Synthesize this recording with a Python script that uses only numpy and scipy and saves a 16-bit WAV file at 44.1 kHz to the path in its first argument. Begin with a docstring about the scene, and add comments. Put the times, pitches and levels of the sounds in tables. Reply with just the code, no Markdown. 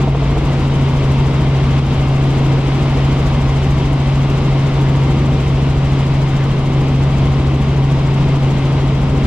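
"""A six-cylinder piston engine hums at its firing rate inside a small helicopter in steady cruise.
The two-blade main rotor throbs and the tail rotor buzzes, both as tones geared to the engine. Slipstream
roars through the cabin shell as coloured noise and hisses at the door seal with every blade passage.
At first the blades slap a few times; small ticks are scattered throughout, the first among the slaps.
Narrow-band noise makes a soft, breathy squeak near 1.5 to 1.9 kHz, and a fainter one earlier."""
import sys
import numpy as np
from scipy import signal
from scipy.fft import rfft, irfft, next_fast_len
from scipy.io import wavfile
from scipy.ndimage import uniform_filter1d, minimum_filter1d

SR = 44100
rng = np.random.default_rng(int(sys.argv[2]) if len(sys.argv) > 2 else 0)


def master_out(mix):
    """Clip the mix to full scale and print it as 16-bit PCM to the path in sys.argv[1]."""
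    frames = np.transpose(np.atleast_2d(mix))
    ceiling = np.clip(frames, -1, 1)
    pcm = np.round(ceiling * 32767).astype(np.int16)
    wavfile.write(sys.argv[1], SR, pcm)


N = 408366
TIME = np.arange(N) / SR
FFT_SIZE = next_fast_len(N)
BINS_HZ = np.maximum(np.fft.rfftfreq(FFT_SIZE, 1 / SR), 1)
LEFT_LAG_S = 5.3e-5
CYLINDERS, FIRINGS_PER_MAIN_BLADE, FIRINGS_PER_TAIL_BLADE = 6, 10.076, 1.6925


def from_db(db):
    """Decibels to gain."""
    return 10 ** (np.asarray(db) / 20)


def in_time(rows):
    """Interpolate a curve of (seconds, value) at every sample."""
    seconds, values = np.transpose(rows)
    return np.interp(TIME, seconds, values)


def at_hz(points, hz):
    """Read a spectrum on a log-frequency axis."""
    known_hz, values = np.transpose(points)
    return np.interp(np.log(hz), np.log(known_hz), values)


def drift(rate_hz):
    """Slow random wander of spread about 1, with rate_hz knots per second."""
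    knots = rng.standard_normal(int(N / SR * rate_hz) + 2)
    wander = np.interp(TIME * rate_hz, np.arange(len(knots)), knots)
    return wander * np.sqrt(3 / 2)  # restores the spread lost between knots


def sides(hz):
    """Left and right gain at a frequency."""
    # Balance between the microphone ports. Each row: frequency in Hz, left minus right in dB.
    balance = [(25, .4), (60, .1), (130, .55), (280, 1.1), (650, 2), (1300, .8), (2200, 3.5), (4000, 3.4),
               (5800, 0), (8000, -.7), (13000, -1.5)]
    return from_db(at_hz(balance, hz) * np.array([[.5], [-.5]]))


def air(colour):
    """Turbulence coloured by the cabin, partly alike at the two ports; rms 1 in their mean."""
    # Cabin resonances and hollows. Each row: centre in Hz, width in Hz, lift in dB.
    cabin = [(189.4, 30, -3), (209, 21, 2.5), (341, 18, -3), (426, 8.6, -2), (512, 22, -3.5),
             (654, 42, 2.5), (710, 35, -2.5), (769, 40, 3.8), (867, 26, -5), (896, 55, 2.5), (1124, 30, -4),
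             (1143, 25, 4), (1750, 220, 0.5), (2087, 130, 2.5), (2500, 65, -3), (2540, 58, 2),
             (2720, 58, 1), (3180, 160, 1), (3683, 60, -5), (3725, 50, 5.5), (4830, 160, 2)]
    # Likeness between the ports. Each row: frequency in Hz, correlation 0 to 1.
    likeness = [(100, .997), (280, .965), (610, .86), (1320, .69), (2200, .71), (2870, .72), (4500, .25),
                (7000, .2), (12000, .3)]
    lift_db = sum(db / (1 + (2 * (BINS_HZ - hz) / width_hz) ** 2) for hz, width_hz, db in cabin)
    alike = np.clip(at_hz(likeness, BINS_HZ), 0, .999)
    mid, side = rfft(rng.standard_normal((2, FFT_SIZE)))
    ports = np.sqrt(1 + alike) * mid + np.sqrt(1 - alike) * side * [[1], [-1]]
    ports[0] *= np.exp(-2j * np.pi * BINS_HZ * LEFT_LAG_S)
    shape = sides(BINS_HZ) * from_db(at_hz(colour, BINS_HZ) + lift_db)
    noise = irfft(ports * shape, FFT_SIZE)[:, :N]
    return noise / noise.mean(axis=0).std()


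def band_noise(low_hz, high_hz):
    """Noise in one band; rms 1."""
    band = signal.butter(3, [low_hz, high_hz], "band", fs=SR, output="sos")
    noise = signal.sosfilt(band, rng.standard_normal(N))
    return noise / noise.std()


def tone(turns, db, start_turns=0):
    """A sine that follows a shaft, at an rms level before port balance; it reaches the left port later."""
    mean_hz = turns[-1] / TIME[-1]
    lag_turns = np.array([[mean_hz * LEFT_LAG_S], [0]])
    wave = np.sqrt(2) * from_db(db) * np.exp(2j * np.pi * (turns + start_turns))
    return (sides(mean_hz) * np.exp(-2j * np.pi * lag_turns) * wave).real


def harmonics(turns, rows, waver_db, scatter_turns, waver_hz):
    """Tones of a repeating pulse, rows of (multiple, dB); the cabin scatters their phases and each wavers."""
    total = 0
    for multiple, db in rows:
        level_db = db + waver_db * drift(waver_hz)
        total = total + tone(multiple * turns, level_db, scatter_turns * rng.standard_normal())
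    return total


def engine(firings, load_db):
    """A strong wavering firing tone; unequal cylinders add cycle multiples; both dip with rotor load."""
    # Engine tones. Each row: multiple of the four-stroke cycle rate, level in dB at zero load.
    cycle_tones = [(2, -31.5), (3, -31), (4, -33), (7, -35), (10, -40.5), (11, -37), (12, -34.5),
                   (13, -39.5), (14, -44.5), (16, -40.5), (17, -39), (18, -48.5), (19, -47.5), (20, -46),
                   (22, -46.5), (24, -52), (28, -51.5), (29, -51), (34, -48), (40, -52)]
    # Gearbox whine. Each row: multiple of the four-stroke cycle rate, level in dB.
    gears = [(85, -54.5)]
    hum_db = -14.5 - 0.16 * load_db + 0.67 * drift(7.7)
    hum = tone(firings, hum_db, start_turns=-0.33)
    cycles = firings / CYLINDERS
    jittered = cycles + 0.0059 * drift(12)
    whine = harmonics(jittered, gears, waver_db=0.5, scatter_turns=0.9, waver_hz=11)
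    uneven = harmonics(cycles, cycle_tones, waver_db=0.76, scatter_turns=0.97, waver_hz=5)
    return hum + whine + from_db(-.4 * load_db) * uneven


def main_rotor(blades, load_db):
    """Blade pressure throbs in tones that swell and fade; the wake buffets the shell as load grows."""
    # Weaker rotor tones. Each row: multiple of the blade rate, level in dB.
    blade_tones = [(1, -34.5), (2, -44), (7, -46), (9, -44), (11, -40)]
    # Strongest tones, keyed by multiple of the blade rate. Each row: time in seconds, level in dB.
    swells = {3: [(0, -36), (.6, -29), (1.4, -29), (2.0, -38), (2.7, -31), (3.6, -28), (4.5, -31),
              (4.9, -39), (5.5, -34), (6.9, -33), (7.6, -38), (9.26, -29)], 4: [(0, -21.5), (.42, -20),
              (.55, -29), (1.1, -34), (2.0, -29), (3.0, -25.5), (4.3, -27), (4.7, -30), (5.3, -25),
              (6.6, -33), (8.0, -29), (8.6, -26), (9.26, -22.5)], 5: [(0, -32), (.4, -33), (.7, -28),
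              (1.4, -25.5), (2.4, -30), (3.0, -26), (3.8, -25.5), (4.5, -33), (5.2, -26.5), (5.8, -24.5),
              (6.2, -29), (7.6, -23.5), (8.5, -32), (9.26, -26)]}
    # Wake spectrum. Each row: frequency in Hz, relative density in dB per Hz.
    buffet_colour = [(8, -18.5), (20, -4), (30, -3), (50, 2), (80, -2), (110, -17), (200, -41.5),
                     (1500, -130)]
    peak_at = 0.252  # fraction of a blade passage
    throb = harmonics(blades + 0.12, blade_tones, waver_db=3.5, scatter_turns=0.24, waver_hz=2.9)
    for multiple, swell in swells.items():
        throb = throb + tone(multiple * (blades - peak_at), in_time(swell))
    return throb + from_db(-29.5 + 0.36 * load_db) * air(buffet_colour)


def tail_rotor(firings):
    """The tail rotor's faster blade passages buzz in a few wavering harmonics."""
    # Each row: multiple of the tail blade rate, level in dB.
    tail_tones = [(1, -28), (2, -32.5), (3, -34), (4, -39.5)]
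    blades = firings / FIRINGS_PER_TAIL_BLADE
    return harmonics(blades, tail_tones, waver_db=1.5, scatter_turns=0.29, waver_hz=4)


def blade_slaps(dull_hz, echo_s, echo_db, swell_db, rise_s, decay_s, low_hz, high_hz):
    """A blade cutting a tip vortex knocks on the cabin; a reflection repeats it, in a dull swell of air."""
    # Each row: start in seconds, slap strength in dB.
    slaps = [(.002, -18), (.0756, -13.5), (0.1489, -13), (.2216, -15), (.296, -25), (.3682, -16)]
    # Cabin ringing under a slap. Each row: frequency in Hz, relative level in dB, t60 in seconds.
    modes = [(470, -4.5, 0.026), (650, 0, .028), (900, -6, 0.018), (1160, -13, 0.016)]
    knocks, swells = 0, 0
    for s, db in slaps:
        for at_s, level_db in ((s, db), (s + echo_s, db + echo_db)):
            age_s = np.maximum(TIME[:SR] - at_s, 0)  # all slaps fall in the first second
            for hz, mode_db, t60_s in modes:
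                decay = from_db(level_db + mode_db - 60 * age_s / t60_s)
                knocks = knocks - decay * np.sin(2 * np.pi * hz * age_s)
        swells = swells + from_db(db) * np.exp(np.minimum((TIME - s) / rise_s, (s - TIME) / decay_s))
    knocks = signal.sosfilt(signal.butter(4, dull_hz, fs=SR, output="sos"), knocks)
    return np.pad(knocks, (0, N - SR)) + from_db(swell_db) * swells * band_noise(low_hz, high_hz)


def low_roar():
    """Low turbulence through the cabin shell, surging about its mean level."""
    # Surges. Each row: time in seconds, level in dB, used relative to the mean.
    surges = [(0, -20), (.12, -26.5), (.3, -21), (1.0, -22.5), (1.35, -20.5), (1.6, -22.3), (1.82, -20.5),
              (2.1, -24.5), (2.52, -19), (2.75, -22.5), (2.95, -20.8), (3.3, -24), (3.8, -23), (4.05, -26),
              (4.3, -22), (4.77, -21.5), (5.75, -23), (6.0, -23.5), (6.23, -25), (6.55, -22), (7.3, -22.5),
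              (8.4, -22.5), (9.26, -21)]
    # Each row: frequency in Hz, relative density in dB per Hz.
    roar_colour = [(50, -28.5), (100, -3.5), (150, 3), (190, -1), (230, -0.5), (300, -2.5), (400, -6),
                   (520, -11), (700, -22), (1400, -48.5), (12000, -130)]
    surge_db = in_time(surges)
    return from_db(-21 + .9 * (surge_db - surge_db.mean())) * air(roar_colour)


def air_rush(flow_db):
    """Mid-band turbulence that rises and falls dB for dB with the airflow."""
    # Each row: frequency in Hz, relative density in dB per Hz.
    rush_colour = [(200, -20), (400, -6), (520, 1), (700, 0.5), (1100, 0.1), (1400, -8), (1800, -18.5),
                   (3000, -33), (12000, -87.5)]
    return from_db(-28.5 + flow_db) * air(rush_colour)


def slipstream(flow_db):
    """Brighter turbulence that follows the airflow and flutters slightly."""
    # Each row: frequency in Hz, relative density in dB per Hz.
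    stream_colour = [(600, -22), (1400, -1.5), (1800, -3), (2100, 0.5), (2450, 0), (3100, -1), (3900, -5),
                     (4400, -9), (5200, -10.5), (7000, -18.5), (9000, -23.5), (11000, -33.5),
                     (12500, -35.5), (14000, -52.5)]
    return from_db(-33.5 + 1.05 * flow_db + 0.42 * drift(14)) * air(stream_colour)


def door_seal(blades, flow_db, peak_at, sharpness, leak, flutter_db, sputter_db):
    """A steady leak of hiss; each blade's downwash squeezes a sputtering puff past the seal."""
    # Each row: frequency in Hz, relative density in dB per Hz.
    seal_colour = [(3000, -16), (4500, -3), (5400, -2), (6300, 0.5), (7600, -1), (9000, -9), (10800, -15),
                   (12400, -10.5), (13200, -18.5), (14000, -28)]
    puff = leak + np.exp(sharpness * (np.cos(2 * np.pi * (blades - peak_at)) - 1))
    waver_db = flutter_db * drift(11) + sputter_db * drift(400)
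    return from_db(-49 + 1.2 * flow_db + waver_db) * puff * air(seal_colour)


def spits(decay_s, low_hz, high_hz):
    """The seal now and then lets go with a tiny tick: decaying noise, independent at each port."""
    # Each row: start in seconds, level in dB before a common 2 dB lift.
    ticks = [(0.3091, -46), (0.4533, -45.5), (2.9022, -46), (3.2733, -46), (3.4145, -46), (3.7099, -41),
             (3.9299, -40), (4.3, -44), (7.6175, -45), (9.017, -45)]
    envelope = sum(from_db(db + 2) * (TIME >= s) * np.exp(-np.abs(TIME - s) / decay_s) for s, db in ticks)
    return envelope * np.array([band_noise(low_hz, high_hz), band_noise(low_hz, high_hz)])


def breathy_squeaks(spread_hz):
    """A soft, breathy squeak of overlapping narrow noise bursts, and a fainter single burst earlier."""
    # Each row: peak time in seconds, peak rms level in dB, Gaussian half length in seconds, centre in Hz.
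    bursts = [(4.9, -40, 0.054, 1780), (6.34, -40, 0.02, 1500), (6.41, -36, 0.017, 1880),
              (6.43, -38, 0.018, 1610)]
    total = 0
    for s, db, half_s, hz in bursts:
        envelope = from_db(db) * np.exp(-.5 * ((TIME - s) / half_s) ** 2)
        total = total + envelope * band_noise(hz - spread_hz, hz + spread_hz)
    return total


def limiter(x, limit_db, release_db_per_s, size):
    """Peaks over the limit turn the gain down; it recovers at a steady rate, smoothed over size samples."""
    peak_db = 20 * np.log10(np.abs(x).max(axis=0) + 1e-9)
    over_db = np.maximum(peak_db - limit_db, 0)
    release_db = release_db_per_s * TIME
    cut_db = np.maximum.accumulate(over_db + release_db) - release_db
    return x * from_db(uniform_filter1d(minimum_filter1d(-cut_db, size), size))


def scene():
    """Engine and rotors are geared together; one airflow drives the rush, slipstream and seal hiss."""
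    # Engine speed. Each row: time in seconds, cylinder firings per second.
    firing_hz = [(0.0, 137.2), (0.35, 137.95), (0.8, 136.5), (1.3, 135.35), (1.7, 135.55), (2.2, 135.95),
                 (2.8, 135.95), (3.3, 136.5), (3.7, 136.95), (4.4, 136.75), (5.1, 136.4), (6.0, 136.8),
                 (6.9, 136.15), (8.2, 136.6), (8.7, 136.5), (9.26, 137.2)]
    # Main rotor load. Each row: time in seconds, blade load in dB above cruise.
    load = [(0, 4), (.42, 13), (.55, 5), (1.1, -1.5), (1.7, -1.5), (2.3, -4), (3.0, 5), (4.35, -2.5),
            (4.62, 2), (5.0, -8), (5.4, 1.5), (6.0, 1), (6.5, -1), (7.5, -4), (7.8, 0), (8.25, -2.5),
            (8.7, 0), (9.15, 8)]
    # Air past the cabin. Each row: time in seconds, flow in dB above cruise.
    airflow = [(0, 0.8), (.13, -4), (.25, 0), (.9, 0.2), (2.0, 0.6), (2.7, .5), (3.25, 1.4), (3.8, -0.1),
               (5.0, 0.3), (5.5, -0.8), (6.3, 0), (6.7, -1), (7.2, -.2), (7.7, -1.6), (8.1, -0.2),
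               (9.26, -0.9)]
    firings = np.cumsum(in_time(firing_hz)) / SR
    blades = firings / FIRINGS_PER_MAIN_BLADE
    load_db, flow_db = in_time(load), in_time(airflow)
    rotors = main_rotor(blades, load_db) + tail_rotor(firings)
    slaps = blade_slaps(dull_hz=1300, echo_s=.0043, echo_db=-2, swell_db=-13,
                        rise_s=0.005, decay_s=0.008, low_hz=420, high_hz=1000)
    wind = low_roar() + air_rush(flow_db) + slipstream(flow_db)
    hiss = door_seal(blades, flow_db, peak_at=0.25, sharpness=1.6, leak=.22, flutter_db=1.0, sputter_db=1.4)
    ticks = spits(decay_s=.0015, low_hz=6000, high_hz=12000)
    squeaks = breathy_squeaks(spread_hz=190)
    return engine(firings, load_db) + rotors + slaps + wind + hiss + ticks + squeaks


def record(dry):
    """The highest peaks are held down and the top is cut steeply at 14.1 kHz."""
    held = limiter(dry, limit_db=-3.5, release_db_per_s=32.5, size=220)
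    return signal.sosfilt(signal.ellip(10, .1, 80, 14100, fs=SR, output="sos"), held)


dry = scene()
out = record(dry)
master_out(out)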